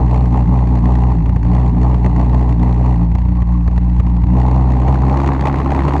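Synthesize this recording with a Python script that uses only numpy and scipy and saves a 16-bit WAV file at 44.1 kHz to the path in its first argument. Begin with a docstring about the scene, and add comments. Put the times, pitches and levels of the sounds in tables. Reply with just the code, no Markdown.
"""A loud, rasping boom, about sixty firings a second: a home-made pulsejet on a pedal trike parked in a
gravel lot, the microphone just behind its pipe. The gas column booms, hot gas rasps out with every
firing and the steel pipe knocks. The engine keeps faltering, hooting and catching again. Twice it runs
weak and sputters, hard bangs alternating with feeble ones; then it gets more fuel, speeds up and roars,
with flame at the mouth. A breathy draught and a low rumble lie underneath."""
import sys
import numpy as np
from scipy import signal
from scipy.fft import rfft, irfft
from scipy.io import wavfile

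SR = 44100
rng = np.random.default_rng(int(sys.argv[2]) if len(sys.argv) > 2 else 0)


def unload_audio(sound):
    """Save the sound as a 16-bit wav file, at the path given as the first command line argument."""
    columns = np.transpose(np.atleast_2d(sound))
    # keep every value between -1 and 1, then stretch to whole-number steps
    steps = np.round(np.clip(columns, -1, 1) * 32767)
    wavfile.write(sys.argv[1], SR, steps.astype(np.int16))


N = 264600
TIME = np.arange(N) / SR

# hard firings: (time [s], crack level [relative dB], drop to the next firing [relative dB])
HARD_FIRINGS = [(0.343, -40, 4.5), (1.119, -42.5, 7), (1.26, -38.5, 9), (1.295, -38.5, 16),
                (1.327, -60, 12.5), (1.363, -37, 17.5), (1.45, -40, -4.5), (1.536, -43, -2),
                (1.944, -39, -0.5), (2.066, -45, 7.5), (2.196, -36, 1.5), (2.596, -41, 0), (2.632, -39, 4),
                (3.118, -62, 15), (3.152, -33.5, 19.5), (3.187, -54, 3), (3.22, -55, 8.5),
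                (3.256, -53, 12.5), (3.288, -43, 11), (3.323, -51, 13), (3.422, -39.5, 18.5),
                (3.678, -38.5, 21), (3.778, -37.5, 20.5), (4, -32.5, 26), (4.067, -39, 3),
                (4.238, -39.5, 18), (4.483, -37, 4.5), (4.703, -41, 0), (4.818, -35.5, 0.5),
                (4.883, -32, -4.5), (4.944, -33.5, 1.5), (5.098, -36, 1.5), (5.234, -34, -1),
                (5.262, -29, -4), (5.456, -27.5, 4.5), (5.471, -25.5, 1), (5.558, -34, 3),
                (5.603, -35, 3.5), (5.719, -28.5, -0.5), (5.749, -32.5, -5), (5.803, -46, -1),
                (5.883, -26.5, -1.5), (5.937, -33, -0.5)]
# steel pipe resonances: (frequency [Hz], width [Hz], level [relative dB])
PIPE_MODES = [(404, 50, -10.5), (533, 61, -0.5), (676, 340, -9), (805, 92, 18), (860, 66, 5.5),
              (996, 150, 0.5), (1880, 160, -2.5), (4300, 570, -2.5)]
# spectrum of the turbulence in the pipe: (frequency [Hz], density [relative dB])
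ROAR_SPECTRUM = [(330, 6), (420, 6.5), (500, -0.5), (600, 4.5), (720, -2), (830, -5), (930, 1),
                 (1080, -0.5), (1230, -7.5), (1450, -34)]


def burn_state():
    """How far the burn is faltering, running weak and taking extra fuel at each moment."""
    # the burn stumbles and catches again: (time [s], length [s], depth [1 = a clear stumble])
    falters = [(.07, .07, .5), (.3, .05, .9), (.46, .07, 1.1), (.67, .08, .5), (.81, .07, 1),
               (.98, .08, .35), (1.21, .12, 1.6), (1.42, .07, 1.4), (1.5, .08, .55), (1.74, .11, .95),
               (2, .09, .75), (2.13, .07, .9), (2.27, .07, .55), (2.45, .09, .3), (2.57, .08, 1.15),
               (2.76, .1, .6), (2.98, .09, 1.1), (3.07, .08, .9), (3.46, .04, .75), (3.63, .08, .55),
               (4.2, .07, .25), (4.8, .08, .35), (5, .08, .4), (5.37, .12, .6), (5.52, .07, .5),
               (5.65, .08, .8), (5.82, .08, .66)]
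    # spells of weak running: (start [s], end [s])
    weak_spells = [(1.3, 1.38), (3.07, 4.31)]
    # extra fuel: (time [s], share of full feed [0-1])
    fuel_feed = [(4.25, 0), (4.4, .06), (4.8, .14), (4.92, .35), (5.08, .33), (5.2, .7), (5.55, .8),
                 (5.75, .92), (6, 1)]
    sink_s, recover_s = .068, .12
    weak = sum(np.clip(np.minimum((TIME - start) / sink_s, (end - TIME) / recover_s) + .5, 0, 1)
               for start, end in weak_spells)
    fuel, = in_time(fuel_feed)
    return swells(falters), weak, fuel


def firing_cycle(rate_hz):
    """Count of firings so far, drawn into step with the hard ones; ignition comes a bit early or late."""
    bang_phase, step_in_s = .051, .42   # where in its cycle a hard firing cracks; time to fall into step
    cycle = np.cumsum(rate_hz) / SR
    bang_s = np.array(HARD_FIRINGS)[:, 0]
    slip = np.unwrap((bang_phase - np.interp(bang_s, TIME, cycle)) % 1, period=1)
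    nearness = np.exp(-((bang_s[:, None] - bang_s) / step_in_s) ** 2)
    cycle += np.interp(TIME, bang_s, nearness @ slip / nearness.sum(axis=1))
    return cycle + .006 * per_firing(cycle)


def sputter_db(rate_hz, surge, starve, width_s):
    """A hard firing swings the gas further and starves the firing after it."""
    marks = np.zeros(N)
    for time_s, _, drop_db in HARD_FIRINGS:
        at = round(time_s * SR)
        marks[at] += surge * drop_db
        marks[at + round(SR / rate_hz[at])] -= starve * drop_db
    return signal.fftconvolve(marks, signal.windows.gaussian(SR // 10 + 1, width_s * SR), "same")


def harmonic_levels(cycle, falter, weak, fuel):
    """The boom's first five harmonics follow the burn and wander; the upper three swell in the hoots."""
    # harmonics 1 to 5 by row: (steady level [dB], change in a falter [dB], when weak [dB], full fuel [dB])
    responses = [(-11.5, -2, -0.4, -6.5), (-16, -3.5, -5, -5.5), (-24.5, 0, 2.5, -9),
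                 (-27.5, -4.5, -11, -1), (-35, 0, -3, 5)]
    # the pipe overblows and hoots: (time [s], length [s], swell of harmonic 3 [dB], 4 [dB], 5 [dB])
    hoots = [(.33, .05, 2.1, 3, 2), (.49, .06, 9.8, 0, 2), (.85, .07, 6.2, 8.5, 8),
             (1.19, 0.045, 8.7, -1, 0), (1.51, 0.071, 11.2, -2, 7), (1.77, 0.07, 8.7, 6, 8),
             (2.07, 0.056, 7.3, -2, 3), (2.18, 0.094, 4, 2.5, 6), (2.6, 0.1, 8.6, 5.5, 12),
             (3.02, 0.1, 8.5, -2, 4), (3.32, 0.094, 3.3, -7, 7), (3.57, 0.1, 3.6, 3.5, 8),
             (3.92, .07, 2, -11, 4.5), (3.83, 0.11, 2.1, 4, 4.5), (4.08, .07, 0.87, 13.5, 2.5),
             (4.17, 0.077, 3.3, 0, -10), (4.33, .09, 9.8, 7, 8), (5.24, 0.1, 1, 1.5, 6)]
    # slow chance swell of harmonics 1 to 5: (spread [dB])
    wander_db = [.1, 0.37, 0.6, 1.2, 1.2]
    time_s, length_s, *heights_db = np.transpose(hoots)
    hoots_db = [0, 0] + [swells(zip(time_s, length_s, column)) for column in heights_db]
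    late_fuel = fuel ** 1.5   # the boom changes most as the feed nears full
    return [follow(response, falter, weak, late_fuel) + hoot_db + spread_db * per_firing(cycle / 4)
            for response, hoot_db, spread_db in zip(responses, hoots_db, wander_db)]


def gas_column(cycle, state, chug_db, swing_db, lag, open_end_hz):
    """The gas booms at the firing rate; higher harmonics lag and vary more from cycle to cycle."""
    # top harmonics together: (steady level [dB], change in a falter [dB], when weak [dB], full fuel [dB])
    top_response = (-28, -2.5, -16, -4)
    # top harmonics: (multiple of the firing rate, offset from their shared level [dB])
    overtones = [(6, -14), (7, -9.5)]
    top_db = follow(top_response, *state) + chug_db
    levels = [(k, db + swing_db / k ** .5 + .25 * k * per_firing(cycle))
              for k, db in enumerate(harmonic_levels(cycle, *state), start=1)]
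    levels += [(k, top_db + db + 1.7 * per_firing(cycle)) for k, db in overtones]
    wave = sum(np.sqrt(2) * from_db(db) * np.cos(2 * np.pi * (k * cycle - lag * (k - 1) ** 2))
               for k, db in levels)
    open_end = signal.butter(4, open_end_hz, "high", fs=SR, output="sos")   # slow flow hardly radiates
    return signal.sosfiltfilt(open_end, wave, padtype="even", padlen=SR // 10)


def pipe_roar(cycle, force, steady):
    """Turbulence in the pipe swells three times a cycle: outflow, suction and rebound."""
    outflow = force * lobe(cycle, .0083, .099)
    suction = lobe(cycle, .31, .055)
    rebound = .5 * lobe(cycle, .6, .074)
    flow = (steady + outflow + suction + rebound) / np.sqrt(1 + force)
    return through_pipe(noise(ROAR_SPECTRUM) * flow * uneven(cycle, spread_db=2), ring_db=-2.5)


def pipe_knock(cycle, delay_cycles, soft_hz):
    """The pressure collapses shortly after each firing and gives the pipe's resonances a soft knock."""
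    count = np.floor(cycle - delay_cycles + .0066 * per_firing(cycle))
    knocks = np.diff(count, prepend=count[0]) * uneven(cycle, spread_db=5.5)
    softened = signal.sosfilt(signal.butter(4, soft_hz, fs=SR, output="sos"), knocks + 1e-18)
    ringing = sum(from_db(db) * uneven(cycle, spread_db=3.6) * resonance(softened, hz, width_hz)
                  for hz, width_hz, db in PIPE_MODES)
    return -rms_one(ringing)


def exhaust_rasp(cycle, force, swing_db, steady):
    """Over a steady hiss, hot gas leaves in one bright spurt per firing, with a ragged trailing gust."""
    # the exhaust, close to the mouth: (frequency [Hz], density [relative dB])
    spectrum = [(900, 0), (1250, -6), (1550, -5), (2000, -1.5), (2300, -7), (2650, -6), (3100, -15),
                (3600, -16), (4400, -15.5), (5100, -24), (6300, -20), (8200, -28), (9800, -37),
                (15000, -56.5)]
    gust = .28 * lobe(cycle + .12 * per_firing(cycle), .24, .11) * uneven(cycle, spread_db=5.5)
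    spurt = 2.26 * puff(cycle, start=-.092, rise=.028, decay=.11)
    pulses = (spurt + gust) * from_db(swing_db) * uneven(cycle, spread_db=4.5)
    flow = (steady + force * pulses) / (1 + force)
    return through_pipe(noise(spectrum) * flow, ring_db=-7)


def bangs(rise_s, crack_decay_s, bark_delay_s, bark_decay_s):
    """Hard firings spit a short, broad burst of noise; the collapse after it makes the pipe bark."""
    # the crack: (frequency [Hz], density [relative dB])
    spectrum = [(200, -15), (600, 2.5), (950, 9), (1400, -7), (2000, -1), (3200, -13.5), (4300, -19.5),
                (5200, -24.5), (6500, -23), (9000, -35.5), (15000, -45)]
    time_s, crack_db, _ = np.transpose(HARD_FIRINGS)
    marks = np.zeros(N)
    marks[np.round(time_s * SR).astype(int)] = from_db(crack_db)
    age = np.arange(-SR // 20, SR // 20 + 1) / SR

    def bursts(delay_s, decay_s):
        shape = np.exp(np.minimum((age - delay_s) / rise_s, (delay_s - age) / decay_s))
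        return signal.fftconvolve(marks, shape, "same")
    crack = bursts(0, crack_decay_s) * noise(spectrum)
    bark = bursts(bark_delay_s, bark_decay_s) * noise(ROAR_SPECTRUM)
    return from_db(8) * crack + from_db(12) * bark


def flame(cycle):
    """With more fuel a tongue of flame shoots out of the mouth at every firing and burns in open air."""
    # flame at the mouth: (time [s], level [dB])
    levels = [(0, -70.5), (4.4, -53), (4.85, -37), (5.05, -30), (5.25, -26.5), (5.6, -26.5), (6, -25)]
    # its colour: (frequency [Hz], density [relative dB])
    spectrum = [(200, -5), (350, 11), (500, -15), (1000, 7), (1400, -10.5), (2000, -11), (3000, -28.5),
                (4000, -32.5)]
    level_db, = in_time(levels)
    tongue = puff(cycle, start=-.094, rise=.015, decay=.32) * uneven(cycle, spread_db=5)
    return from_db(level_db) * rms_one(noise(spectrum) * tongue)


def draught():
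    """The draught sings in the pipe; in the long weak spell a higher breathy whistle comes and goes."""
    # the whistle: (time [s], level [dB])
    whistle_levels = [(3.3, -75), (3.38, -38), (3.43, -51), (3.47, -48), (3.53, -37.5), (3.66, -49.5),
                      (3.8, -75)]
    whistle_db, = in_time(whistle_levels)
    whistle = from_db(whistle_db) * breathy_tone(hz=1088, width_hz=95)
    return whistle + from_db(-46) * breathy_tone(hz=895, width_hz=110)


def rumble():
    """Unsteady burning rumbles under the engine and buffets the air behind the pipe."""
    # unsteady burning: (time [s], rumble level [dB], buffeting level [dB])
    levels = [(0, -22.5, -52), (1.3, -22.5, -38.5), (2.8, -24, -52), (3.5, -33, -42), (4.2, -26.5, -45.5),
              (4.5, -24, -50), (5.05, -22.5, -41.5), (5.3, -22.5, -37.5), (6, -21, -28)]
    # the rumble: (frequency [Hz], density [relative dB])
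    rumble_spectrum = [(45, -13), (78, 1), (105, -10.5), (150, 2), (210, -10.5), (280, -2.5), (350, -17.5),
                       (500, -40)]
    # the buffeting air: (frequency [Hz], density [relative dB])
    buffet_spectrum = [(12, -10), (25, 3), (45, 14.5), (70, 12), (120, -43)]
    rumble_db, buffet_db = in_time(levels)
    return from_db(rumble_db) * noise(rumble_spectrum) + from_db(buffet_db) * noise(buffet_spectrum)


def through_pipe(x, ring_db):
    """Gas noise leaves the pipe partly straight and partly through its resonances."""
    ringing = sum(from_db(ring_db + db) * resonance(x, hz, width_hz) for hz, width_hz, db in PIPE_MODES)
    return rms_one(x + ringing)


def follow(response, falter, weak, fuel):
    """A steady value, shifted by each state of the burn."""
    steady, in_falter, when_weak, at_full_fuel = response
    return steady + in_falter * falter + when_weak * weak + at_full_fuel * fuel


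def per_firing(cycle):
    """A fresh, bounded chance value for every firing, gliding from one to the next."""
    draws = np.clip(rng.standard_normal(512), -2.2, 2.2)
    return np.interp(cycle + 2, np.arange(len(draws)), draws)


def uneven(cycle, spread_db):
    """A gain that varies by chance from firing to firing."""
    return from_db(spread_db * per_firing(cycle))


def lobe(cycle, centre, width):
    """A smooth hump once a cycle; centre and width in cycles."""
    offset = (cycle - centre + .5) % 1 - .5
    return np.exp(-.5 * (offset / width) ** 2)


def puff(cycle, start, rise, decay):
    """An abrupt swell once a cycle that dies away; times in cycles."""
    age = (cycle - start) % 1
    return (1 - np.exp(-age / rise)) * np.exp(-age / decay)


def swells(rows):
    """A smooth hump for each (time [s], length [s], height)."""
    return sum(height * np.exp(-(2 * (TIME - time_s) / length_s) ** 2) for time_s, length_s, height in rows)


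def in_time(rows):
    """Each column of a curve, joined by straight lines in time."""
    time_s, *columns = np.transpose(rows)
    return [np.interp(TIME, time_s, column) for column in columns]


def noise(spectrum):
    """Unit noise with a given spectrum, falling steeply beyond its ends."""
    hz, db = np.transpose(spectrum)
    bin_hz = np.maximum(np.fft.rfftfreq(N, 1 / SR), 1)
    skirts = np.minimum(bin_hz / hz[0], 1) ** 4 * np.minimum(hz[-1] / bin_hz, 1) ** 4
    gain = from_db(np.interp(np.log(bin_hz), np.log(hz), db)) * skirts
    return rms_one(irfft(rfft(rng.standard_normal(N)) * gain, N))


def breathy_tone(hz, width_hz):
    """Unit noise narrowed to one resonance."""
    band = resonance(rng.standard_normal(N), hz, width_hz)
    return rms_one(resonance(band, hz, width_hz))


def resonance(x, hz, width_hz):
    """Two-pole band-pass with unit gain at its top."""
    radius = np.exp(-np.pi * width_hz / SR)
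    feedback = [1, -2 * radius * np.cos(2 * np.pi * hz / SR), radius ** 2]
    return signal.lfilter(np.array([1, 0, -1]) * (1 - radius ** 2) / 2, feedback, x + 1e-18)


def from_db(db):
    """Decibels to gain."""
    return 10 ** (np.asarray(db) / 20)


def rms_one(x):
    """Scale to unit power."""
    return x / np.sqrt(np.mean(x ** 2) + 1e-20)


def scene():
    """The engine from just behind its pipe: the state of the burn sets the firing rate and levels."""
    # firing rate: (steady [Hz], change in a falter [Hz], when weak [Hz], full fuel [Hz])
    rate_response = (61.74, -5.0, -2.4, 8.8)
    # roar, rasp, knock: (steady [relative dB], change in a falter [dB], when weak [dB], full fuel [dB])
    roar_response = (-28.5, -7.5, -9.5, 4.5)
    rasp_response = (-36.5, -4, -5.5, 5)
    knock_response = (-35, -6.5, -14, 5)
    # the burn catches hard and chugs: (time [s], length [s], rise of the roar [dB])
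    chugs = [(.01, 0.056, 5.5), (.12, .04, 3), (.36, 0.04, 4.5), (.89, .07, 3), (1.11, .05, 3),
             (1.56, .08, 1.5), (1.85, 0.1, 2), (2.06, .04, 5), (2.2, 0.035, 1), (2.35, 0.034, 2),
             (2.65, 0.054, 4.5), (2.87, .07, 1.5), (4.39, .06, 2.5), (4.89, .04, 5.5), (5.12, .08, 3)]
    state = burn_state()
    chug_db = swells(chugs)
    rate_hz = follow(rate_response, *state)
    roar_db = follow(roar_response, *state) + chug_db
    rasp_db = follow(rasp_response, *state) + .41 * chug_db
    knock_db = follow(knock_response, *state) + 1.5 * chug_db
    cycle = firing_cycle(rate_hz)
    force = from_db(.047 * (roar_db - np.mean(roar_db)))   # a harder burn pulses more deeply
    swing_db = sputter_db(rate_hz, surge=.33, starve=.88, width_s=.0047)
    boom = gas_column(cycle, state, chug_db, swing_db, lag=.18, open_end_hz=42.5)
    knock = from_db(knock_db) * pipe_knock(cycle, delay_cycles=.2072, soft_hz=1120)
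    roar = from_db(roar_db + .5 + .5 * swing_db) * pipe_roar(cycle, force, steady=.55)
    rasp = from_db(rasp_db - 2) * exhaust_rasp(cycle, force, 1.41 * swing_db, steady=.51)
    low_rumble = rumble()
    cracks = bangs(rise_s=.0011, crack_decay_s=.0045, bark_delay_s=.005, bark_decay_s=.0043)
    return boom + roar + knock + rasp + cracks + flame(cycle) + draught() + low_rumble


def record(dry):
    """One close microphone: the sound starts without a click, peaks are rounded and the top is cut."""
    fade_in_s, ceiling, cutoff_hz = .002, .9, 15500
    rounded = dry / (1 + (dry / ceiling) ** 8) ** (1 / 8)
    faded = np.minimum(TIME / fade_in_s, 1) * rounded
    return signal.sosfilt(signal.cheby2(12, 70, cutoff_hz, fs=SR, output="sos"), faded)[None]


dry = scene()
out = record(dry)
unload_audio(out)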